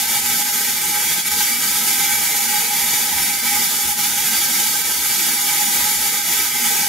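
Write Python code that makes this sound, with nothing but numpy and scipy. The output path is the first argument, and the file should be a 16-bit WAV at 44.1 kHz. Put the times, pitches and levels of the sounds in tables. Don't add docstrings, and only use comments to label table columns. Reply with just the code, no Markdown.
import sys
import numpy as np
from scipy import signal
from scipy.fft import rfft, irfft, next_fast_len
from scipy.io import wavfile

SR = 44100
rng = np.random.default_rng(int(sys.argv[2]) if len(sys.argv) > 2 else 0)


def digitize_waveform(pressure):
    field = np.atleast_2d(pressure).T
    bounded = np.clip(field, -1, 1)
    quanta = np.round(bounded * 32767).astype(np.int16)
    wavfile.write(sys.argv[1], SR, quanta)


N = 303729

# (time [s], level [dB])
ARC_STRENGTH = [(0, -19), (.9, -20), (1.6, -18.5), (2.3, -19), (3.7, -19.5), (4.45, -18.5), (5.0, -20),
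                (5.5, -18.5), (6.0, -18.5), (6.89, -18.5)]
# (time [s], dip depth [dB], dip length [s])
ARC_FALTERS = [(0.066, 5, 0.019), (0.214, 4, 0.041), (0.437, 3, 0.036), (0.508, 4.5, 0.024),
               (0.79, 2.5, 0.11), (1.153, 3, 0.029), (1.234, 9, 0.043), (1.298, 8, 0.028),
               (1.352, 3.5, 0.034), (1.58, 3, 0.07), (1.806, 1.5, 0.055), (2.335, 2, 0.029),
               (2.47, 2.5, 0.024), (2.672, 3, 0.092), (3.1, 1, 0.12), (3.326, 3, 0.027), (3.37, 5.5, 0.04),
               (3.414, 6, 0.037), (3.82, 1, 0.071), (3.95, 7.5, 0.043), (4.163, 1.5, 0.2),
               (4.831, 5, 0.027), (5.006, 1, .04), (5.99, 2, 0.055), (6.105, 3, 0.042), (6.218, 5, 0.086),
               (6.513, 3, 0.15), (6.89, 2.5, 0.11)]
# (frequency [Hz], level [dB])
WALL_COLOUR = [(100, -16.2), (170, -7.7), (330, -11.6), (600, -20.7), (900, -24.7), (1400, -32.0),
               (2000, -3.5), (2800, -4.1), (4500, -5.6), (7000, -2.6), (8500, -3.4), (11500, 0.0),
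               (13500, -3.5), (15700, -7.1)]
# (frequency [Hz], width [Hz], gain [dB], weight of that gain in the sideways echoes [1 = same])
BOX_MODES = [(120, 40, -3, 1), (210, 16, -3, 0), (233, 22, 9, .7), (283, 30, -5, 0), (310, 40, 3, 0),
             (410, 40, -1, 6), (458, 32, 6.5, 1.7), (575, 44, -4.5, 3), (628, 36, 4, 1), (700, 93, -10, 1),
             (830, 155, 30.5, .88), (972, 36, 12.5, 1), (1085, 40, 1, 6), (1135, 161, -19.5, 1),
             (1217, 64, 14, 1), (1300, 242, 28, 1), (1449, 30, 9, .9), (1564, 80, 19, .85),
             (1703, 20, 5.4, .8), (1920, 80, 2, 2.5), (2087, 26, 10, .3), (2190, 40, -3, 0),
             (2232, 24, 4, 0), (2265, 20, -3, 0), (2296, 20, 3.5, 0), (2298, 105, 17, .75),
             (2342, 22, 4, 0), (2387, 495, -12.6, .9), (2522, 44, 12, .7), (2615, 46, -6.5, .5),
             (2745, 40, -1.5, 3), (2903, 22, 5, .8), (3060, 120, 1, 4), (3130, 40, -8, 0),
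             (3282, 50, 5, .3), (3465, 24, 7.6, .3), (3627, 32, 6, .7), (3730, 90, 4, .8),
             (3835, 60, -6, 1.2), (3560, 40, -4, .5), (3960, 60, -4, 1.2), (4075, 40, 3, 0),
             (4240, 36, 5, .3), (4345, 95, -15, .7), (4565, 30, 4, .5), (4600, 250, 3.5, 1),
             (4670, 28, 7.5, .2), (4870, 90, -5, 1.1), (5100, 200, 1, 3), (5330, 50, -4, 1),
             (5432, 36, 6, .4), (5761, 30, 5, .3), (6418, 36, 6, .7), (6545, 36, 5, .3), (6771, 36, 5, .3),
             (6975, 170, 4, .3), (7680, 60, -4, 1), (8140, 40, 4, .5), (8560, 70, -6, .8),
             (8910, 90, 5, .4), (9025, 36, 6, .4), (9480, 40, 5, .5), (11229, 54, 5, .2),
             (11470, 90, 6, .1), (11706, 36, 5, .5), (11940, 90, 3, .4), (15101, 68, 5, .5)]
# (frequency [Hz], level [dB])
RATTLE_COLOUR = [(500, -30), (3500, -20), (5500, -13), (15000, -12)]
# (frequency [Hz], level [dB])
SHARED_ECHOES = [(100, -8), (1500, -9), (3000, -4), (15000, -4)]
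# (frequency [Hz], level [dB])
OPPOSED_ECHOES = [(60, -13), (130, -15.5), (200, -6.5), (300, -5), (450, -18.5), (620, -17), (800, -5),
                  (1200, -6), (1420, -2.5), (1900, -7), (2700, -6.5), (5000, -3), (9000, -.5), (12000, 1),
                  (15000, -1.5)]
# (frequency [Hz], left minus right [dB])
STEREO_LEAN = [(60, 9), (125, -4.5), (250, -2.5), (800, -3), (1500, -2), (3000, 0), (6000, -0.6),
               (15000, -1.8)]
# (time [s], low band gain [dB], bright band gain [dB])
BAND_LEVELS = [(0, 4, -0.5), (.5, -0.5, -0.5), (1, 2, 1), (1.6, -2, -0.5), (2, 2.5, -1), (2.5, 2, 2),
               (2.9, 2.5, 0.5), (3.3, 3, 1), (3.55, 2.5, 3), (3.78, 0.5, -4), (4.1, 2.5, -1.5),
               (4.9, -1.5, -2.5), (5.4, 1, -1), (5.9, 0.5, -1), (6.15, 0.5, 1), (6.45, -0.5, 1),
               (6.89, 3.5, -1)]
# (low edge [Hz], high edge [Hz])
UNEVEN_BANDS = [(720, 1020), (1850, 2400)]
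# (low edge [Hz], high edge [Hz], fade depth [dB], share of time
FADING_BANDS = [(370, 420, 14, .2), (515, 600, 24, .4), (500, 720, 22, .2), (655, 745, 24, .3),
                (1040, 1190, 20, .8), (1365, 1425, 16, .3), (1745, 1810, 16, .2), (2415, 2495, 20, .35),
                (2575, 2700, 20, .35), (3095, 3165, 20, .35), (3800, 3880, 24, .3), (3950, 4030, 22, .25),
                (4280, 4410, 24, .72), (4840, 4960, 22, .3)]
# (time [s], peak level [dB])
SOFT_BUMPS = [(1.451, -57), (2.816, -40), (3.524, -42), (3.842, -35.5), (4.53, -45), (5.194, -60)]
# (frequency [Hz], relative level [dB])
RUMBLE_SHAPE = [(15, -46), (25, -52), (65, 15), (130, -4), (170, -29), (290, -120)]
# (frequency [Hz], gain [dB])
MICROPHONE_COLOUR = [(30, -1.5), (150, 3), (800, 1), (2000, 0.6), (5000, 0.58), (10000, -1.97), (15700, -1)]

SPARKS_PER_S, SIZE_SPREAD_DB = 9000, 2.0
SPUTTER_DB, SPUTTER_HZ = .7, 20
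FLARE_SHARE, FLARE_FADE_S = 0.16, 0.11
RATTLE_T60_S, SHARED_T60_S, OPPOSED_T60_S = .09, 0.17, 0.23
POSTURES = 70
FADING_HZ = 11
BUMP_HZ, BUMP_T60_S = 73.4, 0.44
RUMBLE_CENTRE_DB = -54.5
CUTOFF_HZ = 15720
SIZE = next_fast_len(N + SR)
HZ = np.arange(SIZE // 2 + 1) * SR / SIZE


def from_db(db):
    return 10 ** (np.asarray(db) / 20)


def rms_one(x):
    return x / np.sqrt(np.mean(x ** 2, axis=-1, keepdims=True) + 1e-20)


def colour(points):
    hz, db = np.transpose(points)
    return np.interp(np.log(HZ + 1), np.log(np.r_[5, hz]), np.r_[db[0] - 30, db])


def causal(db):
    cepstrum = irfft(db * np.log(10) / 20, SIZE)
    cepstrum[1:SIZE // 2] *= 2
    cepstrum[SIZE // 2 + 1:] = 0
    return np.exp(rfft(cepstrum))


def drift(hz):
    pole = np.exp(-2 * np.pi * hz / SR)
    noise = rng.standard_normal(N + SR)
    return rms_one(signal.lfilter([1], [1, -2 * pole, pole * pole], noise))


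def tail(t60):
    t = np.arange(SR // 2) / SR
    echoes = rng.standard_normal(len(t)) * from_db(-60 * t / t60) * (t > .002)
    return rms_one(echoes) / np.sqrt(len(t))


def band_of(x, low_hz, high_hz):
    bandpass = signal.butter(2, [low_hz, high_hz], "band", fs=SR, output="sos")
    return signal.sosfiltfilt(bandpass, x)


def sparks():
    t = np.arange(-SR, N) / SR
    fired = rng.random(N + SR) < SPARKS_PER_S / SR
    clicks = fired * from_db(SIZE_SPREAD_DB * rng.standard_normal(N + SR))
    every_ms = np.arange(-1, N / SR, .001)
    strength_db = np.interp(t, every_ms, arc_level(every_ms))
    level_db = strength_db + SPUTTER_DB * drift(SPUTTER_HZ)
    return rms_one(clicks - clicks.mean()) * from_db(level_db)


def arc_level(t):
    at, depth_db, length = np.transpose(ARC_FALTERS)[:, :, None]
    since = np.maximum(t - at, 0)
    rise = 1 - np.exp(-(since / length) ** 2)
    flare = FLARE_SHARE * rise * np.exp(-since / FLARE_FADE_S)
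    dip = np.exp(-(2 * (t - at) / length) ** 2)
    return np.interp(t, *np.transpose(ARC_STRENGTH)) + np.sum(depth_db * (flare - dip), axis=0)


def toolbox():
    rattle_db = colour(RATTLE_COLOUR)
    rattles = [causal(rattle_db - softer_db) * rfft(tail(RATTLE_T60_S), SIZE) for softer_db in (0, 4)]
    response = causal(colour(WALL_COLOUR)) * (1 + np.array(rattles))
    for hz, width_hz, gain_db, sideways in BOX_MODES:
        damping = 1j * HZ * width_hz
        detune = hz ** 2 - HZ ** 2
        gain = from_db([[gain_db / 2], [sideways * gain_db / 2]])
        response *= (detune + damping * gain) / (detune + damping / gain)
    return response


def room(x, box):
    step = len(x) // POSTURES + 1
    padded = np.pad(x, (step, 2 * step))
    fade = np.sin(np.pi * np.arange(2 * step) / (2 * step))
    echoes = np.zeros((2, len(padded) + SR))
    for start in range(0, len(x) + step, step):
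        part = padded[start:start + 2 * step] * fade
        tails = [tail(SHARED_T60_S), tail(OPPOSED_T60_S)]
        heard = signal.fftconvolve([part], tails, axes=1)
        echoes[:, start:start + heard.shape[1]] += heard
    shared, opposed = rfft(echoes[:, step:step + len(x)], SIZE)
    forward = rfft(x, SIZE) + from_db(colour(SHARED_ECHOES)) * shared
    sideways = causal(colour(OPPOSED_ECHOES)) * opposed
    mid, side = box * [forward, sideways]
    lean = from_db(colour(STEREO_LEAN) / 2)
    return np.array([(mid + side) * lean, (mid - side) / lean])


def uneven_bands(x):
    s, *levels = np.transpose(BAND_LEVELS)
    t = np.arange(N) / SR
    for edges, level_db in zip(UNEVEN_BANDS, levels):
        gain = from_db(np.interp(t, s, level_db))
        x = x + band_of(x, *edges) * (gain - 1)
    return x


def fading_bands(x):
    spectrum, out = rfft(x, SIZE), x
    for low_hz, high_hz, depth_db, faded_share in FADING_BANDS:
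        offset = (2 * HZ - low_hz - high_hz) / (high_hz - low_hz)
        band = irfft(spectrum * np.exp(-offset ** 6), SIZE)[:, :N]
        chance = drift(FADING_HZ)[:N]
        presence = np.tanh(2.7 * (chance - np.quantile(chance, faded_share)))
        gain = from_db(-depth_db * (1 - presence) / 2)
        out = out + band * (rms_one(gain) - 1)
    return out


def bumps():
    s, peak_db = np.transpose(SOFT_BUMPS)
    push = np.zeros(N)
    push[(s * SR).astype(int)] = from_db(peak_db + 2.5)
    soft = np.hanning(round(0.012 * SR))
    pushes = np.convolve(push, soft / soft.sum())[:N] + 1e-18
    r, w = from_db(-60 / (BUMP_T60_S * SR)), 2 * np.pi * BUMP_HZ / SR
    return signal.lfilter([0, np.sin(w)], [1, -2 * r * np.cos(w), r * r], pushes)


def rumble():
    noise = rfft(rng.standard_normal((2, SIZE)))
    mid, side = irfft(noise * from_db(colour(RUMBLE_SHAPE)), SIZE)[:, :N]
    stereo = rms_one(mid + from_db(-6.5) * side * [[1], [-1]])
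    lumps_db = 11 * np.tanh(0.65 * drift(2.9)[:N] - 0.4)
    lean_db = np.array([[-.9], [.9]])
    return from_db(RUMBLE_CENTRE_DB + lumps_db + lean_db) * stereo


def scene():
    arc = irfft(room(sparks(), toolbox()), SIZE)[:, SR:SR + N]
    return from_db(3.5) * fading_bands(uneven_bands(arc)) + rumble() + bumps()


def record(dry):
    coloured = irfft(rfft(dry, SIZE) * causal(colour(MICROPHONE_COLOUR)), SIZE)[:, :N]
    top_cut = signal.ellip(12, .5, 75, CUTOFF_HZ, fs=SR, output="sos")
    return signal.sosfilt(top_cut, coloured)


dry = scene()
out = record(dry)
digitize_waveform(out)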